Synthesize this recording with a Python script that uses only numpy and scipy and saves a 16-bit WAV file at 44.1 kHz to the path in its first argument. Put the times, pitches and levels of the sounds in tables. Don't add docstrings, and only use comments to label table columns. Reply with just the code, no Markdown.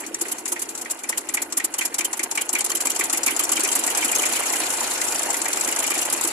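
import sys
import numpy as np
from scipy import signal
from scipy.fft import rfft, irfft
from scipy.io import wavfile
from scipy.ndimage import uniform_filter1d

SR = 44100
rng = np.random.default_rng(int(sys.argv[2]) if len(sys.argv) > 2 else 0)


def dump(signal):
    limited = np.clip(np.atleast_2d(signal).T, -1, 1)
    pcm = np.round(limited * 32767).astype(np.int16)
    wavfile.write(sys.argv[1], SR, pcm)


N = 278712

# peak t/s, level/dB
TICKS = [(0.065, -29.5), (0.284, -28.5), (0.384, -30), (0.48, -25), (0.5942, -28), (0.601, -39),
         (0.691, -27.5), (0.778, -30), (0.9, -31), (0.991, -36), (1.211, -44), (1.448, -47), (1.824, -29.5)]
# t/s, casing roar level/dB, loose parts level/dB
RUNNING = [(0.0, -37.5, -38.5), (0.16, -45, -39), (0.28, -37, -31), (0.42, -42, -38.5), (1.67, -41, -38.5),
           (2.71, -37, -33.5), (3.08, -35.5, -29), (3.59, -32.5, -24.5), (4.4, -30, -21.5),
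           (5.38, -31, -25), (6.32, -32, -24.5)]


def rattle():
    # top treble level/dB over the blow, rise/s, length/s
    clack_shape = [(-41, 0.0027, 0.0083), (-17.5, 0.001, 0.0057), (-20, 0.0043, 0.0089)]
    spit_shape = [(-5, 0.0042, 0.0069), (-3.5, 0.0046, 0.0066), (-8.5, 0.004, 0.0088)]
    tick_shape = [(-9, 0.00037, 0.02)]
    # t/s, added rise and length/s
    blur_s = [(0, 0.0026), (3.4, 0.00084), (4.3, 0), (4.9, 0.0075), (5.2, 0.00049), (6.32, 0)]
    # f/Hz, level/dB per Hz
    clatter = [(1000, 11), (2500, -0.5), (4000, -0.5), (6000, 5), (9000, 4.5), (12000, 2.5), (15000, -1.5)]
    crack_db, crack_early_s = -1.5, 0.0025
    pop_db, pop_early_s = -4, 0.004
    opening_s = 0.0012

    (clack_s, clack_db), (spit_s, spit_db) = clacks(), spits()
    kinds = [(clack_s, clack_db, clack_shape), (spit_s, spit_db, spit_shape), (*np.transpose(TICKS), tick_shape)]
    blows = []
    for s, db, shapes in kinds:
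        columns = np.broadcast_arrays(s, db, *np.transpose(shapes))
        blows.append(np.reshape(columns, (5, -1)))
    s, db, top_db, rise, length = np.hstack(blows)
    blur = np.clip(np.interp(s, *np.transpose(blur_s)), 0, 1)
    rise, length = rise + blur, length + blur

    body = bursts(s, db, rise, length, shape=1.32)
    body += undb(-24.0) * bursts(s, db, 0.0013, 0.022, shape=0.85)
    front_s = np.abs([clack_s - crack_early_s, spit_s - pop_early_s])
    front_db = np.array([clack_db + crack_db, spit_db + pop_db])
    front = bursts(front_s, front_db, 0.0004, opening_s, shape=0.76)
    body = np.hypot(body, front)
    top = undb(9.5) * bursts(s, db + top_db, rise, length, shape=1.6)
    top = np.hypot(top, undb(-1) * front)

    flurry, hail = 0, pair(grain_db=1.0)
    for hz, x in parts(colour(hail, clatter), 2603, patchy_db=3.5, rate=64):
        top_share = np.clip(np.log2(hz / 8000) / 0.18, 0, 1)
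        flurry = flurry + x * ((1 - top_share) * body + top_share * top)
    return undb(-7.5) * flurry


def clacks():
    return strokes((0, 0.345, 0.68), 0, first=1)


def spits():
    return strokes((0.215, 0.55, 0.885), 0.003, first=4)


def strokes(share, late, first):
    # start t/s, clack level/dB of cylinders 1 2 3, spit level/dB of 1 2 3
    cycles = [(-0.17, -60, -60, -43, -61, -31, -56), (0.1474, -24, -44, -47, -18.5, -22, -47),
              (0.4596, -22.5, -37, -37, -18.5, -20, -41), (0.754, -27.5, -34, -40, -26, -20.5, -53),
              (1.0387, -26, -34, -36, -18.5, -18, -61), (1.2923, -23, -28, -44, -17.5, -18.5, -54),
              (1.5268, -21.5, -28, -50, -15.5, -18, -55), (1.7428, -20, -24, -37, -17.5, -17.5, -60),
              (1.9458, -18.5, -20.5, -48, -15.5, -16.5, -59), (2.1332, -19.5, -20, -50, -28, -18.5, -61),
              (2.3156, -19, -18.5, -46, -22, -20, -56.5), (2.4944, -19, -19.5, -17, -19, -21.5, -17.5),
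              (2.6647, -20, -20.5, -22, -18.5, -18.5, -16), (2.8249, -24, -17, -23, -18.5, -17.5, -23),
              (2.9642, -17, -21, -24.5, -16.5, -19, -38), (3.101, -15.5, -24, -37, -16, -19.5, -45),
              (3.2358, -17.5, -16, -31, -14.5, -22, -44), (3.367, -17.5, -21, -24, -13.5, -17.5, -34),
              (3.4949, -17.5, -17, -19.5, -15, -24, -16.5), (3.6088, -16.5, -16.5, -19.5, -18, -24, -15.5),
              (3.7306, -20, -22, -31, -14.5, -22, -46), (3.841, -16.5, -18, -27, -19, -21.5, -46),
              (3.9517, -16, -20, -24, -17, -24, -14.5), (4.058, -18, -23, -23, -22, -19.5, -14.5),
              (4.163, -15.5, -18, -18.5, -20, -22.5, -16), (4.267, -20, -25, -20, -26, -19.5, -16),
              (4.37, -21.5, -21, -22, -22, -30, -20), (4.47, -22, -23, -21, -31, -25, -21),
              (4.57, -23, -21.5, -24, -37, -32, -30), (4.67, -24, -21.5, -22, -29, -28, -37),
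              (4.775, -24, -20, -24, -32, -28.5, -41), (4.878, -25, -20.5, -26, -33, -27, -43),
              (4.9812, -23, -17, -26, -36, -27, -24), (5.0874, -19, -19.5, -27, -26, -26, -28),
              (5.1959, -19.5, -18, -31, -27, -26, -46), (5.3063, -17.5, -19, -32, -27, -23, -43),
              (5.419, -17.5, -19, -34, -27, -25, -42), (5.5337, -17, -17.5, -16.5, -27, -29, -22),
              (5.65, -19.5, -17.5, -20, -22, -25, -36), (5.7649, -17.5, -18, -19.5, -18, -22, -19),
              (5.8793, -19.5, -18.5, -21, -19.5, -23, -19.5), (5.9916, -17, -18, -35, -19.5, -20.5, -46),
              (6.1027, -19, -21, -24.5, -16, -30, -44), (6.2136, -19, -17.5, -23.5, -20.5, -20.5, -60)]
    rows = np.array(cycles)
    start = rows[:, 0]
    span = np.diff(start, append=2 * start[-1] - start[-2])
    s = start[:, None] + span[:, None] * np.array(share) + late
    return np.clip(s, 0, (N - 1) / SR), rows[:, first:first + 3]


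def clink():
    # f/Hz, width/Hz, level/dB
    valves = [(3020, 87, -28), (3850, 68, -13.5), (4370, 70, -5), (5100, 130, -14), (5930, 75, 0.5),
              (6320, 80, -1), (7010, 140, 3), (7710, 86, 0), (8470, 66, 0), (9040, 91, 1), (9400, 97, -1.5),
              (10520, 160, -1.5), (11700, 110, -4), (12500, 130, -4)]
    clink_db, early_s = -11, 0.003
    (clack_s, clack_db), (tick_s, tick_db) = clacks(), np.transpose(TICKS)
    s = np.hstack([np.abs(clack_s.ravel() - early_s), tick_s])
    db = np.hstack([clack_db.ravel(), tick_db + 3.0]) + clink_db
    return strike(s, db, valves, uneven_db=5.0, turn=0.9, rise=0.0002)


def knock():
    # t/s, peak level/dB, favoured ring f/Hz
    knocks = [(0.0373, -30, 2200), (0.1476, -31, 1870), (0.2537, -26.5, 2020), (0.4622, -28, 2170),
              (0.5626, -22.5, 2000), (0.858, -25.5, 2020), (1.0419, -30, 2310), (1.1268, -21.5, 2020),
              (1.2945, -29.5, 2140), (1.3443, -25.5, 1930), (1.3733, -18, 2200), (1.5214, -39, 1850),
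              (1.5773, -28, 1700), (1.577, -28, 1910), (1.6003, -20.5, 2040), (1.7419, -32, 2130),
              (1.7905, -28, 1850), (1.8118, -15, 2400), (1.945, -34, 2130), (1.9929, -22, 2140),
              (2.0086, -21.5, 2380), (2.1315, -33, 1950), (2.194, -19, 2020), (2.3145, -45, 2350),
              (2.3567, -35, 2460), (2.376, -14.5, 2260), (2.5376, -29, 1920), (2.554, -13, 2400),
              (2.607, -28, 2300), (2.7187, -26, 2030), (2.803, -33, 2080), (2.8554, -29, 2210),
              (2.8703, -22, 2400), (2.9986, -22, 2340), (3.0106, -15, 2030), (3.1343, -24, 1780),
              (3.1472, -25, 2380), (3.265, -16, 2510), (3.2818, -14, 2380), (3.3964, -26, 2380),
              (3.5184, -28, 2680), (3.5763, -22, 2720), (3.5768, -20, 2440), (3.6431, -22, 2410),
              (3.6547, -22, 2440), (3.7539, -30, 2150), (3.8776, -20, 2030), (3.9759, -27, 2580),
              (3.9893, -26, 2430), (4.0248, -24, 1700), (4.0257, -17.5, 2430), (4.1312, -21, 2410),
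              (4.2093, -27, 2090), (4.2348, -16, 2420), (4.3705, -23, 2360), (4.426, -24, 2600),
              (4.4367, -23.5, 1990), (4.5077, -31, 2080), (4.5356, -20, 2130), (4.6034, -32, 2350),
              (4.6355, -26, 2380), (4.8434, -30, 2410), (4.9122, -29, 2520), (5.0165, -23, 2070),
              (5.3425, -21.5, 2000), (5.4575, -19.5, 2080), (5.5727, -37, 2120), (5.6114, -27, 2420),
              (5.6757, -26, 1990), (5.6885, -26, 2410), (5.7264, -25.5, 2180), (5.8441, -21.5, 2430),
              (5.9075, -23.5, 2030), (5.9174, -19.5, 2430), (5.9555, -24, 2420)]
    # t/s, peak level/dB, favoured ring f/Hz
    booms = [(0.525, -25, 900), (0.951, -29, 860), (1.098, -19.5, 1010), (1.376, -32, 904),
             (1.521, -29, 813), (1.58, -23, 1150), (1.742, -28, 918), (1.945, -28, 911), (1.988, -29, 1210),
             (2.134, -21, 870), (2.322, -24, 870), (2.374, -28, 886), (2.534, -22, 970), (2.612, -22, 845),
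             (2.704, -17, 1240), (2.805, -28, 1140), (2.856, -20, 1150), (2.96, -22, 715),
             (2.995, -25, 1160), (3.053, -23, 927), (3.098, -24, 816), (3.135, -26, 673), (3.27, -23, 1210),
             (3.312, -28, 904), (3.403, -17, 1140), (3.452, -23, 721), (3.493, -27, 926),
             (3.523, -18, 1170), (3.682, -25, 1170), (3.704, -24, 832), (3.761, -19, 1170),
             (3.866, -26, 990), (3.937, -20, 853), (3.98, -19, 1030), (4.027, -25, 904), (4.194, -21, 1140),
             (4.318, -21, 837), (4.406, -19, 1190), (4.502, -25, 867), (4.814, -15.5, 1000),
             (4.869, -19, 721), (5.126, -26, 869), (5.287, -19, 826), (5.416, -34, 864), (5.535, -32, 902),
             (5.645, -30, 856), (5.684, -29, 894), (5.828, -24, 619), (5.864, -21, 818), (5.908, -20, 1120),
             (5.97, -23, 689), (6.06, -27, 931), (6.082, -28, 934), (6.21, -24, 832), (6.254, -28, 937)]
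    # f/Hz, width/Hz, level/dB
    head_modes = [(1600, 380, 4), (1900, 71, 7), (2037, 77, 3.5), (2106, 130, 7.5), (2280, 97, 9.5),
                  (2395, 48, 4), (2510, 82, -6.5)]
    # f/Hz, width/Hz, level/dB
    case_modes = [(705, 54, 2), (835, 49, 2.5), (909, 38, 2.8), (997, 60, 3.4), (1159, 122, 9.9),
                  (1280, 160, 4)]
    on_clack_db, on_spit_db, spread_db = (-13, -12.5, -30), (-12.5, -15, -27), 2
    rebound_s, rebound_db = 0.0085, -10.5

    (s, db, hz), (loud_s, loud_db, loud_hz) = np.transpose(knocks), np.transpose(booms)
    (clack_s, clack_db), (spit_s, spit_db) = clacks(), spits()
    boom_s = np.hstack([clack_s.ravel(), spit_s.ravel()])
    boom_db = np.hstack([scatter(clack_db + on_clack_db, spread_db), scatter(spit_db + on_spit_db, spread_db)])
    hail = pair(grain_db=1.5)

    head = undb(-9.0) * ring(hail * bursts(s + 0.0032, db, 0.0015, 0.013, shape=0.58), head_modes)
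    hit_s = np.hstack([s, s + rebound_s])
    hit_db = np.hstack([db, scatter(db + rebound_db, 2.0)])
    head += undb(-1.5) * strike(hit_s, hit_db, head_modes, uneven_db=-0.5, turn=1.0, rise=0.0012,
                                near_hz=np.hstack([hz, hz]))

    case = undb(-8.5) * ring(hail * bursts(boom_s + 0.0026, boom_db, 0.0017, 0.013, shape=0.98), case_modes)
    case += undb(-6.5) * strike(boom_s, boom_db, case_modes, uneven_db=3.0, turn=0.52, rise=0.0022)
    case += undb(-3.0) * strike(loud_s, loud_db, case_modes, uneven_db=-1.0, turn=0.28, rise=0.0018,
                                near_hz=loud_hz)
    return head + case


def exhaust():
    # t/s, peak level/dB, favoured ring f/Hz
    thump_list = [(0.111, -26.5, 503), (0.215, -20, 302), (0.268, -25.5, 420), (0.523, -23, 304),
                  (0.723, -36, 326), (1.299, -32, 350), (1.41, -31, 334), (1.533, -34, 345),
                  (1.573, -30, 269), (1.637, -28.5, 326), (1.79, -34, 320), (1.915, -35, 366),
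                  (1.993, -27, 334), (2.108, -37, 338), (2.198, -30, 331), (2.323, -32, 339),
                  (2.474, -32, 363.5), (2.535, -24, 333), (2.744, -33, 342), (2.792, -35, 326),
                  (2.851, -33, 269), (2.996, -25, 355), (3.134, -23, 339), (3.271, -26, 343),
                  (3.323, -24, 347), (3.404, -28, 355), (3.451, -27, 361), (3.588, -26, 323),
                  (3.636, -27, 388), (3.71, -27, 355), (3.862, -31, 301), (4.042, -25, 342),
                  (4.087, -26, 393), (4.19, -19, 366), (4.292, -24, 312), (4.51, -31, 347),
                  (4.616, -24, 347), (4.895, -31, 571), (5.131, -30, 466), (5.234, -39, 310),
                  (5.29, -27, 358), (5.554, -27, 374), (5.679, -24, 340), (5.746, -33, 256),
                  (5.79, -22, 302), (5.859, -30, 275), (5.905, -28, 345), (5.973, -29, 339),
                  (6.13, -27.5, 326), (6.245, -23, 343)]
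    # f/Hz, width/Hz, level/dB
    pipe = [(278, 44, 4.1), (331, 46.5, 5.9), (396, 60, 5.5), (454, 80, 3.7), (518, 79, 4.5)]
    (spit_s, spit_db), (loud_s, loud_db, loud_hz) = spits(), np.transpose(thump_list)
    s, db = spit_s.ravel(), scatter(spit_db - 13.5, 2.5)
    gush_s = np.hstack([s, loud_s]) + 0.0014
    gush_db = np.hstack([db, loud_db])
    gush = ring(pair() * bursts(gush_s, gush_db, 0.0034, 0.026, shape=0.32), pipe)
    puffs = strike(s, db, pipe, uneven_db=2.0, turn=0.21, rise=0.0037)
    thumps = strike(loud_s, loud_db, pipe, uneven_db=1.5, turn=0.11, rise=0.0043, near_hz=loud_hz)
    return undb(-21.5) * gush + undb(-5.0) * puffs + undb(4.0) * thumps


def housing():
    # t/s, peak level/dB, favoured ring f/Hz
    rings = [(0.3183, -32, 2800), (0.4579, -42, 3000), (1.1707, -36, 2940), (1.3329, -46, 3050),
             (1.5736, -37, 3010), (1.6407, -37, 2780), (1.7914, -26, 3040), (1.9904, -28, 3080),
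             (2.0504, -26, 3080), (2.1904, -41, 3120), (2.379, -26, 2870), (2.4154, -27, 3020),
             (2.5351, -31, 2860), (2.5905, -28, 3070), (2.7026, -23, 3230), (2.7541, -29, 3130),
             (2.804, -32, 3070), (2.8569, -33, 3040), (2.9027, -27, 3160), (2.9517, -31, 2880),
             (3.1348, -29, 2730), (3.3134, -25, 3080), (3.3966, -21.5, 3250), (3.5233, -21.5, 2800),
             (3.563, -23, 3040), (3.6857, -24.5, 3070), (3.7204, -28, 3070), (3.755, -29, 2980),
             (3.7933, -29, 3110), (3.907, -29, 3090), (4.018, -28, 3060), (4.0876, -24, 3040),
             (4.1914, -24, 3100), (4.2946, -33, 3060), (4.363, -23.5, 3090), (4.3939, -30, 3040),
             (4.462, -28, 3070), (4.561, -23.5, 3040), (4.71, -28, 3000), (5.7189, -27, 2860),
             (5.841, -26, 2900), (5.8726, -24, 2870), (5.909, -29, 3010), (5.9449, -26.5, 2970),
             (6.0192, -25, 2870)]
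    # f/Hz, width/Hz, level/dB
    pump = [(2870, 48, 8), (3110, 45, 10), (3360, 200, -17)]
    s, db, hz = np.transpose(rings)
    buzz = ring(pair(grain_db=-5.0) * bursts(s + 0.0032, db, 0.002, 0.016, shape=1.0), pump)
    tones = strike(s, db, pump, uneven_db=-2.0, turn=1.0, rise=0.0013, near_hz=hz)
    return undb(-12.5) * buzz + undb(-5.0) * tones


def chatter():
    # f/Hz, width/Hz, level/dB
    panels = [(501, 98, -5), (605, 75, -8.5), (722, 57, -5), (830, 69, -7), (916, 113, -2),
              (1025, 78, -8.5), (1351, 114, -9), (1642, 67, -7), (1814, 98, -4), (2010, 136, -1.5),
              (2412, 92, -5), (2797, 55, -9), (3035, 76, -11), (4290, 83, -11)]
    per_s, over_roar_db, spread_db = 330, -3, 3.5
    s = rng.random(int(per_s * N / SR)) * (N - 1) / SR
    roar_db = along(RUNNING, column=1)[(s * SR).astype(int)]
    db = scatter(roar_db + over_roar_db, spread_db)
    return strike(s, db, panels, uneven_db=4.0, turn=0.45, rise=0.0008)


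def running():
    # f/Hz, level/dB per Hz
    roar_spectrum = [(260, -12), (450, 1.5), (601, 8), (708, 6), (900, 12.5), (1060, 5), (1490, 11),
                     (1680, -10), (2080, 5.5), (3470, -34), (4500, -24), (5850, -66), (9900, -120)]
    # f/Hz, level/dB per Hz
    loose_spectrum = [(2000, 6), (3500, -1), (5000, -2), (7000, -3), (10000, 0), (12000, -6), (15000, -6.5)]
    roar_noise = colour(pair(grain_db=-0.5), roar_spectrum)
    roar = sum(x for _, x in parts(roar_noise, 524, patchy_db=-1.5, rate=57))
    loose_noise = colour(pair(grain_db=3.0), loose_spectrum)
    loose = sum(x for _, x in parts(loose_noise, 2675, patchy_db=8.5, rate=90))
    roar = undb(-7.5) * roar * undb(along(RUNNING, column=1))
    return roar + undb(-12.0) * loose * undb(along(RUNNING, column=2))


def rumble():
    # t/s, level/dB
    rumble_level = [(0.0, -43), (0.4, -43.5), (0.88, -42.5), (0.96, -49), (1.1, -43), (2.44, -45),
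                    (2.6, -42), (3.3, -40.5), (4.3, -40), (5.2, -40.5), (6.32, -40.5)]
    # f/Hz, level/dB per Hz
    lows = [(20, -27), (45, -32), (100, -20), (130, -17), (165, -26), (200, -12), (250, -4.5), (335, 2.5),
            (460, -7), (600, -15), (900, -51)]
    # t/s, f/Hz, hum level/dB
    firing = [(2.9, 20.8, -84), (3.3, 23.8, -72), (3.8, 26.6, -73), (4.14, 28.64, -69), (4.5, 29.7, -67),
              (4.9, 29.2, -67), (5.3, 26.9, -72), (5.6, 26.55, -73), (6.32, 26.9, -72)]
    # multiple of the firing rate, level/dB
    orders = [(2, 1.5), (3, 4.5), (4, 3), (5, 0)]
    turns = 2 * np.pi * np.cumsum(along(firing, column=1)) / SR
    hum = sum(undb(db + 2.5 * walk(4)) * np.sin(k * turns + 7 * rng.random()) for k, db in orders)
    noise = colour(pair(), lows) * undb(along(rumble_level, column=1) + 1.36 * walk(25))
    return noise + hum * undb(along(firing, column=2))


def strike(start, db, modes, uneven_db, turn, rise, near_hz=None):
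    focus_db = 49
    out, at = 0, (start * SR).astype(int)
    for hz, width, mode_db in modes:
        share, phase, lean = rng.standard_normal((len(at), 3)).T
        if near_hz is not None:
            mode_db = mode_db - focus_db * np.abs(np.log2(hz / near_hz))
        angle = 0.57 * phase + turn * np.array([lean, -lean])
        blow = np.zeros((2, N), complex)
        blow[:, at] = undb(db + mode_db + uneven_db * share) * np.exp(1j * angle)
        slow = np.exp((2j * hz - width) * np.pi / SR)
        fast = slow * np.exp(-1 / (rise * SR))
        out = out + signal.lfilter([0, slow - fast], np.poly([slow, fast]), blow).imag
    return out


def bursts(peak, db, rise, length, shape):
    lead = SR // 40
    power, t = np.zeros(N + 4 * lead), np.arange(-lead, 3 * lead) / SR
    for s, d, r, l in np.broadcast(peak, db, np.clip(rise, 2e-4, 1), np.clip(length, 1e-3, 1)):
        fall = np.where(t < 0, (np.abs(t) / r) ** 3, (np.abs(t) / l) ** shape)
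        power[int(s * SR):][:len(t)] += undb(2 * d) * np.exp(-2 * fall)
    return np.sqrt(power[lead:N + lead])


def scatter(db, spread_db):
    return (db + spread_db * rng.standard_normal(np.shape(db))).ravel()


def parts(x, low_hz, patchy_db, rate):
    return [(hz, band(x, hz, hz / 7) * undb(patchy_db * walk(rate))) for hz in low_hz * 1.16 ** np.arange(13)]


def ring(x, modes):
    power = sum(undb(2 * db) * np.pi * width / SR for _, width, db in modes)
    return sum(undb(db) * band(x, hz, width) for hz, width, db in modes) / np.sqrt(power)


def band(x, hz, width):
    return signal.lfilter(*signal.iirpeak(hz, hz / width, SR), x)


def pair(grain_db=0.):
    # f/Hz, likeness (0-1)
    likeness = [(60, 0.45), (290, 0.91), (640, 0.68), (1400, 0), (3000, 0), (12000, 0.06)]
    mid, side = rfft(rng.standard_normal((2, N)) * undb(grain_db * walk(900)))
    alike = np.clip(over_hz(likeness), 0, 1)
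    mid, side = mid * np.sqrt(1 + alike), side * np.sqrt(1 - alike)
    return unit(irfft(np.array([mid + side, mid - side]), N))


def colour(x, table):
    return unit(irfft(rfft(x) * undb(over_hz(table)), N))


def walk(rate):
    k = int(SR / rate)
    steps = np.repeat(rng.standard_normal(N // k + 1), k)
    return 0.89 * uniform_filter1d(uniform_filter1d(steps, k), k)[:N]


def along(table, column):
    rows = np.array(table)
    return np.interp(np.arange(N) / SR, rows[:, 0], rows[:, column])


def over_hz(table):
    hz, value = np.transpose(table)
    return np.interp(np.log(np.fft.rfftfreq(N, 1 / SR) + 1), np.log(hz), value)


def undb(db):
    return 10 ** (np.asarray(db) / 20)


def unit(x):
    return x / np.sqrt(np.mean(x ** 2))


def scene():
    struck = rattle() + clink() + chatter() + knock() + housing() + exhaust()
    bass_cut = signal.butter(4, 239, "high", fs=SR, output="sos")
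    return signal.sosfilt(bass_cut, struck) + running() + rumble()


def record(dry):
    # f/Hz, width/Hz, boost/dB
    ports = [(7340, 905, 15), (10580, 820, 12)]
    dip_hz, dip_width_hz, dip_db = 10700, 5900, -4
    left_late_s, top_hz = 0.00009, 14150
    left, right = (x + (undb(db) - 1) * band(x, hz, width) for x, (hz, width, db) in zip(dry, ports))
    left = left + (undb(dip_db) - 1) * band(left, dip_hz, dip_width_hz)
    left = undb(-1.0) * np.roll(left, round(left_late_s * SR))
    rounded = np.tanh(2.3 * np.array([left, right])) / 2.3
    return signal.sosfilt(signal.ellip(9, .3, 58, top_hz, fs=SR, output="sos"), rounded)


dry = scene()
out = record(dry)
dump(out)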